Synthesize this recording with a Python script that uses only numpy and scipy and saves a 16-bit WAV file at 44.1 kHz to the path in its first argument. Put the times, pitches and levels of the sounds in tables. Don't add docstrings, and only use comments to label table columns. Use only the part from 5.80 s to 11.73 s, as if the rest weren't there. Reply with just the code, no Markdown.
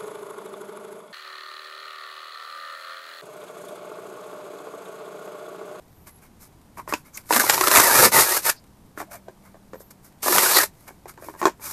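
import sys
import numpy as np
from scipy import signal
from scipy.fft import rfft, irfft
from scipy.io import wavfile

SR = 44100
rng = np.random.default_rng(int(sys.argv[2]) if len(sys.argv) > 2 else 0)


def wav_record(signal):
    frames = np.transpose(np.atleast_2d(signal))
    bounded = np.clip(frames, -1, 1)
    quanta = np.round(bounded * 32767).astype(np.int16)
    wavfile.write(sys.argv[1], SR, quanta)


N = 261468
TIME = np.arange(N) / SR

# time_s, effort_db
PULLS = [
    [(1.49, -43), (1.518, -26), (1.524, -26.5), (1.57, -16.5), (1.59, -28), (1.606, -18), (1.63, -27),
     (1.68, -27)],
    [(1.68, -31), (1.698, -18), (1.714, -28.5), (1.738, -19), (1.762, -28.5), (1.884, -23.5), (1.894, -30),
     (1.94, -16.5)],
    [(1.94, -19), (1.954, -14.5), (2.106, -20.5), (2.258, -10.5), (2.305, -36.5)],
    [(2.305, -36), (2.313, -41), (2.321, -20.5), (2.349, -14.5), (2.407, -11.5), (2.461, -22.5),
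     (2.571, -19.5), (2.62, -43)],
    [(2.62, -39), (2.628, -38.5), (2.658, -20.5), (2.7, -17), (2.744, -59), (2.77, -56)],
    [(4.41, -88.5), (4.424, -36.5), (4.432, -26), (4.534, -17.5), (4.746, -18), (4.772, -13),
     (4.838, -21.5), (4.9, -65.5)],
]
# freq_hz, density_db
FIBRE_SPECTRUM = [(1530, -25.5), (2600, -4), (3260, -9.5), (3750, -4), (4570, -2.5), (8250, -2), (11700, 0),
                  (13400, 2), (14000, -10.5)]
# freq_hz, width_hz, level_db
TEAR_MODES = [(960, 160, 0.5), (1233, 830, 11), (1740, 320, 5), (2116, 340, 1)]
# freq_hz, density_db
HOLLOW_SPECTRUM = [(60, -37.5), (170, -36.5), (270, -22), (370, -1), (480, 1), (610, 5), (760, -10.5),
                   (1100, -13), (2500, -52)]
# peak_s, half_length_s, level_db
FLAPS = [(1.57, 0.027, -49), (1.74, 0.098, -48.5), (1.99, 0.025, -35), (2.226, 0.069, -32.5),
         (2.374, .04, -33.5), (4.57, 0.045, -51.5)]
# freq_hz, density_db
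SHEET_SPECTRUM = [(20, -23.5), (45, -17), (110, 1.5), (190, -5), (270, -6), (500, -29.5), (1500, -68.5)]
# start_s, thud_db, pitch_hz, crack_db
SNAPS = [(1.136, -5.5, 964, -20), (1.506, -1, 936, -30.5), (1.524, -4.5, 1482, -15.5),
         (1.534, -11, 1035, -14.5), (1.562, -8, 900, -17), (1.597, -13.5, 1640, -18), (1.638, -7, 981, -28),
         (1.696, -3, 826, -7), (1.707, -18, 597, -19), (1.742, -20.5, 1465, -17), (1.777, -6, 980, -23),
         (1.809, -1.5, 1067, -14.5), (1.839, -9, 1471, -20.5), (1.871, -1.5, 1312, -12),
         (1.88, -3.5, 1115, -14), (1.912, -3.5, 1032, -11.5), (1.957, 0, 1380, -7.5),
         (1.969, -6.5, 1023, -7), (1.998, 1, 1082, -9.5), (2.232, -10, 934, -21), (2.694, -15, 1092, -17),
         (4.481, -3, 1100, -30), (4.553, -9.5, 767, -26.5), (4.581, -4, 1210, -11.5),
         (4.786, -3.5, 1264, -19)]
# start_s, thud_db, pitch_hz, bounce_step_db
KNOCKS = [(0.972, -29, 1010, 0), (1.075, -21.5, 1010, -7), (1.123, -9, 1100, -17), (1.376, -37, 1600, -5),
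          (2.318, -14.5, 930, -10), (3.174, -19, 1380, -11.5), (3.201, -15.5, 750, -4.5),
          (3.482, -26, 617, -11), (3.742, -35.5, 693, -3), (3.932, -23.5, 502, -3.5), (4.003, -33, 530, -7),
          (4.106, -38.5, 535, -16), (4.459, -10.5, 640, -1.5), (5.08, -35, 800, 1.5),
          (5.255, -26.5, 780, -8), (5.374, -27.5, 923, -5), (5.422, -29, 587, -2.5),
          (5.484, -22, 955, -6.5), (5.537, -29, 910, -3.5), (5.614, -9, 1040, -1.5), (5.628, -12, 835, -10),
          (5.653, 2, 1060, -7.5), (5.669, -7.5, 954, -6), (5.795, -33, 960, -5)]
# freq_hz, level_db, t60_s
CARTON_MODES = [(224, -19.5, 0.015), (319, -15.5, 0.043), (400, -10.5, 0.027), (616, -10, 0.022),
                (978, -13, 0.01), (1099, -8.5, 0.026), (1500, -18, 0.048), (1770, -12.5, 0.022),
                (2380, -27, 0.042)]
# freq_hz, density_db
CRACK_SPECTRUM = [(300, -30), (1500, 7.5), (3000, -2), (4500, -1.5), (7500, 1.5), (10000, -13),
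                  (14000, -5.5)]
# freq_hz, gain_db
RADIATION = [(30, -39), (120, -14), (220, 0), (320, 5), (14000, -0.5)]
# peak_s, half_length_s, pitch_hz, level_db
SLIPS = [(0.994, 0.014, 1050, -35), (1.14, 0.0108, 293, -32), (1.141, 0.0039, 2620, -23.5),
         (1.356, 0.015, 6570, -42), (1.378, 0.003, 2290, -34), (1.574, 0.046, 260, -35),
         (1.84, 0.0046, 1280, -16.5), (2.244, 0.037, 520, -20), (2.252, 0.009, 4930, -22),
         (2.777, 0.017, 4700, -52.5), (3.334, 0.036, 663, -42.5), (3.485, 0.016, 646, -45.5),
         (4.505, 0.024, 367, -27), (4.57, 0.023, 185, -35), (4.765, 0.027, 4390, -19.5),
         (5.48, 0.017, 382, -39), (5.661, 0.035, 230, -35.5)]
# peak_s, half_length_s, hiss_db, ring_db
SLIDES = [(0.278, 0.017, -45.5, -49), (0.434, .024, -54, -53), (0.626, 0.03, -46, -54),
          (0.986, 0.019, -46.5, -44), (1.098, 0.022, -39, -38.5), (1.147, 0.039, -49, -56),
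          (1.266, 0.022, -53.5, -52.5), (1.364, 0.032, -44.5, -50.5), (1.374, 0.0032, -31.5, -68),
          (1.492, 0.053, -49.5, -59), (3.193, 0.024, -40, -36.5), (3.331, 0.027, -41.5, -42.5),
          (3.656, 0.031, -57.5, -56.5), (4.007, 0.015, -48.5, -69.5), (4.11, 0.0079, -44, -53.5),
          (4.253, .03, -51.5, -60), (5.023, 0.11, -59, -63.5), (5.081, 0.012, -45.5, -43.5),
          (5.292, 0.016, -41, -43.5), (5.453, 0.062, -48, -53), (5.597, 0.026, -45, -47),
          (5.659, 0.026, -41, -38), (5.846, 0.041, -35.5, -43.5), (5.92, 0.087, -36.5, -47.5)]
# freq_hz, density_db
RUB_SPECTRUM = [(1530, -76), (2600, -22), (3620, -6.5), (5080, 0), (7690, 0.5), (9770, 2), (13400, 5),
                (14000, -1)]
# freq_hz, width_hz, level_db
RUB_MODES = [(390, 340, -5), (648, 110, -8), (1076, 1060, 4.5), (1407, 780, -4.5), (2102, 260, -0.5)]
# freq_hz, density_db
FIRE_SPECTRUM = [(20, -2), (50, 0), (90, 1), (150, 0.5), (220, -2.5), (320, -6.5), (500, -12.5),
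                 (900, -12.5), (1400, -20.5), (2800, -27), (6000, -28.5), (14000, -28.5)]
# start_s, length_s, pitch_hz, width_hz, level_db
WHISTLES = [(.05, 0.37, 12300, 1500, -65), (0.278, 0.13, 11240, 130, -59),
            (3.906, 0.21, 12700, 1093, -57.5)]
# freq_hz, t60_s
ROOM_DECAY = [(150, .2), (500, 0.1), (1500, 0.16), (5000, .16), (14000, 0.1)]


def tearing(seam_open_s=2.2, opening_s=0.027, whole_boost_db=4.5, spurt_db=-14, spurt_s=0.0043):
    effort_db = np.max([np.interp(TIME, *np.transpose(pull), -120, -120) for pull in PULLS], axis=0)
    spurts = sum(gain_of(crack_db + spurt_db) * (TIME > start_s) * np.exp(-abs(TIME - start_s) / spurt_s)
                 for start_s, _, _, crack_db in SNAPS)
    whole = (1 - np.tanh((TIME - seam_open_s) / opening_s)) / 2
    ring_db = -5 + 1.255 * (effort_db + 5) + whole_boost_db * whole
    flaps = sum(gain_of(level_db) * swell(peak_s, half_s) for peak_s, half_s, level_db in FLAPS)
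    clumps = gain_of((1.46 + 0.1 * whole) * wander(rate_hz=110))
    bundles = clicks(per_s=1400, spread_db=3) * clumps
    fibres = clicks(per_s=14000, spread_db=-1.5) * clumps + (1 + whole) / 2 * bundles
    panels = ringing(bundles, TEAR_MODES, drift=0.07, drift_hz=14)
    panels = signal.sosfilt(signal.butter(2, 180, "high", fs=SR, output="sos"), panels)
    return ((gain_of(effort_db) + spurts) * unit_rms(colour(fibres, FIBRE_SPECTRUM))
            + gain_of(ring_db - 1.5) * panels
            + gain_of(ring_db - 7.5) * unit_rms(colour(bundles, HOLLOW_SPECTRUM))
            + gain_of(-1) * flaps * unit_rms(colour(bundles, SHEET_SPECTRUM)))


def ringing(drive, modes, drift, drift_hz):
    out = np.zeros(N)
    for freq_hz, width_hz, level_db in modes:
        bent_hz = freq_hz * np.exp(drift * wander(drift_hz))
        out += gain_of(level_db) * unit_rms(resonate(drive, bent_hz, width_hz))
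    return unit_rms(out)


def snaps_and_knocks(delay_s=0.0015, rebound_s=0.011, uneven=0.15):
    out = np.zeros(N)
    for start_s, thud_db, pitch_hz, crack_db in SNAPS:
        add(out, start_s + delay_s, blow(thud_db, pitch_hz, crack_db, carton_db=-4, crumble=0.22))
    for start_s, thud_db, pitch_hz, bounce_step_db in KNOCKS:
        for bounce in range(3):
            stretch, detune = 1 + uneven * min(bounce, 1) * rng.uniform(-1, 1, 2)
            level_db = thud_db + bounce * bounce_step_db
            crack_db = 1.18 * level_db - 21
            knock = blow(level_db, pitch_hz * detune, crack_db, carton_db=0.5, crumble=0.34)
            add(out, start_s + delay_s + bounce * stretch * rebound_s, knock)
    return colour(out, RADIATION)


def blow(thud_db, pitch_hz, crack_db, carton_db, crumble, crack_s=0.0023, crumble_s=0.017):
    rise_s, panel_t60_s = 0.0003, 0.02
    t = np.arange(SR // 8) / SR
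    freq_hz, level_db, t60_s = np.transpose(CARTON_MODES)[:, :, None]
    detune = 1 + 0.06 * rng.standard_normal(freq_hz.shape)
    phase = 2 * np.pi * (freq_hz * detune * t + rng.random(freq_hz.shape))
    carton = (gain_of(carton_db + level_db - 60 * t / t60_s) * np.sin(phase)).sum(0)
    panel = gain_of(-1 - 60 * t / panel_t60_s) * np.sin(2 * np.pi * pitch_hz * t)
    thud = (1 - np.exp(-t / rise_s)) * (panel + carton)
    noise = unit_rms(colour(rng.standard_normal(len(t)), CRACK_SPECTRUM))
    crack = noise * (np.exp(-t / crack_s) + crumble * np.exp(-t / crumble_s))
    return gain_of(thud_db - 6) * thud + gain_of(crack_db) * crack


def slipping(relative_width=0.23):
    friction = clicks(per_s=7600, spread_db=-0.5)
    out = np.zeros(N)
    for peak_s, half_s, pitch_hz, level_db in SLIPS:
        span = abs(TIME - peak_s) < 3 * half_s
        ring = resonate(friction[span], np.full(span.sum(), pitch_hz), relative_width * pitch_hz)
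        out[span] += gain_of(level_db) * swell(peak_s, half_s)[span] * unit_rms(ring)
    return out


def sliding(fade_share=0.66):
    hiss_gain, ring_gain = np.zeros((2, N))
    for peak_s, half_s, hiss_db, ring_db in SLIDES:
        stroke = swell(peak_s, 2 * half_s * np.where(TIME < peak_s, 1 - fade_share, fade_share))
        hiss_gain += gain_of(hiss_db) * stroke
        ring_gain += gain_of(ring_db) * stroke
    grip = gain_of(1.7 * wander(rate_hz=110))
    grains = clicks(per_s=10000, spread_db=3) * grip
    catches = clicks(per_s=2400, spread_db=3.5) * grip
    return (hiss_gain * unit_rms(colour(grains, RUB_SPECTRUM))
            + ring_gain * ringing(catches, RUB_MODES, drift=0.051, drift_hz=13))


def fire(rush_db=-53, flutter=0.11):
    rush = gain_of(rush_db) * unit_rms(colour(rng.standard_normal(N), FIRE_SPECTRUM))
    bass = signal.sosfilt(signal.butter(2, 400, fs=SR, output="sos"), rush)
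    out = rush + flutter * wander(rate_hz=9) * bass
    for start_s, length_s, pitch_hz, width_hz, level_db in WHISTLES:
        jet = unit_rms(resonate(rng.standard_normal(N), np.full(N, pitch_hz), width_hz))
        out += gain_of(level_db) * jet * np.sin(np.pi * np.clip((TIME - start_s) / length_s, 0, 1))
    return out


def embers(level_db=-71, decay_s=0.004):
    t = np.arange(SR // 30) / SR
    crumble = rng.standard_normal(len(t)) * np.exp(-t / decay_s)
    ticks = signal.oaconvolve(clicks(per_s=18, spread_db=3.5), crumble)[:N]
    return gain_of(level_db) * unit_rms(colour(ticks, [(300, -10), (1200, -5), (3000, -11), (13000, -12)]))


def hum(pitch_hz=196, peak_s=3.7, half_s=0.63, level_db=-54.5):
    phase = 2 * np.pi * np.cumsum(pitch_hz + 2 * wander(rate_hz=19)) / SR
    return gain_of(level_db) * swell(peak_s, half_s) * np.sin(phase)


def room(x, early_db=-10.5, early_decay_s=0.012, tail_db=-24.5, echoes_per_s=2500):
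    t = np.arange(SR // 2) / SR
    taps = rng.choice([-1., 1.], (4, len(t))) * (rng.random((4, len(t))) < echoes_per_s / SR)
    poses = taps[1:] * (t > 0.002) * np.exp(-t / early_decay_s)
    poses /= np.linalg.norm(poses, axis=1, keepdims=True)
    reflections = signal.fftconvolve(x[None], poses, axes=1)[:, :N]
    weights = np.array([wander(rate_hz=4) for _ in poses])
    early = (reflections * weights).sum(0) / np.linalg.norm(weights, axis=0)
    freq_hz, age_s, bands = signal.stft(taps[0] * (t > 0.008), SR, nperseg=256)
    bands = bands * gain_of(-60 * age_s / log_interp(ROOM_DECAY, freq_hz)[:, None])
    tail = signal.istft(bands, SR, nperseg=256)[1][:len(t)]
    late = signal.fftconvolve(x, tail / np.linalg.norm(tail))[:N]
    return (x + gain_of(early_db) * early + gain_of(tail_db) * late) / np.hypot(1, gain_of(early_db))


def gain_of(db):
    return 10 ** (np.asarray(db) / 20)


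def unit_rms(x):
    return x / np.sqrt(np.mean(x ** 2) + 1e-20)


def log_interp(points, at_hz):
    freq_hz, value = np.transpose(points)
    return np.interp(np.log(at_hz + 1), np.log(freq_hz + 1), value)


def add(mix, start_s, sound):
    part = mix[max(round(start_s * SR), 0):][:len(sound)]
    part += sound[:len(part)]


def swell(peak_s, half_s):
    return np.exp(-((TIME - peak_s) / half_s) ** 2)


def colour(x, spectrum, size=4096):
    log_gain = np.log(gain_of(log_interp(spectrum, abs(np.fft.fftfreq(size, 1 / SR)))))
    taps = np.fft.ifft(np.exp(np.conj(signal.hilbert(log_gain)))).real[:size // 2]
    return signal.oaconvolve(x, taps)[:len(x)]


def wander(rate_hz):
    freq_hz = np.fft.rfftfreq(N, 1 / SR)
    return unit_rms(irfft(rfft(rng.standard_normal(N)) / (1 + (freq_hz / rate_hz) ** 4), N))


def resonate(x, centre_hz, width_hz):
    carrier = np.exp(2j * np.pi * np.cumsum(centre_hz) / SR)
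    pole = np.exp(-np.pi * width_hz / SR)
    baseband = signal.lfilter([(1 - pole) ** 2], [1, -2 * pole, pole * pole], x / carrier + 1e-18)
    return (carrier * baseband).real


def clicks(per_s, spread_db):
    size = gain_of(spread_db * np.minimum(rng.exponential(1, N), 2.8))
    return unit_rms(size * rng.choice([-1, 1], N) * (rng.random(N) < per_s / SR))


def scene():
    cardboard = tearing() + slipping() + sliding() + snaps_and_knocks()
    return (room(cardboard + embers()) + fire() + hum())[None]


def record(dry, cutoff_hz=14300):
    lowpass = signal.firwin(511, cutoff_hz, window=("kaiser", 8), fs=SR)
    return signal.oaconvolve(np.clip(dry, -1, 1), lowpass[None], "same")


dry = scene()
out = record(dry)
wav_record(out)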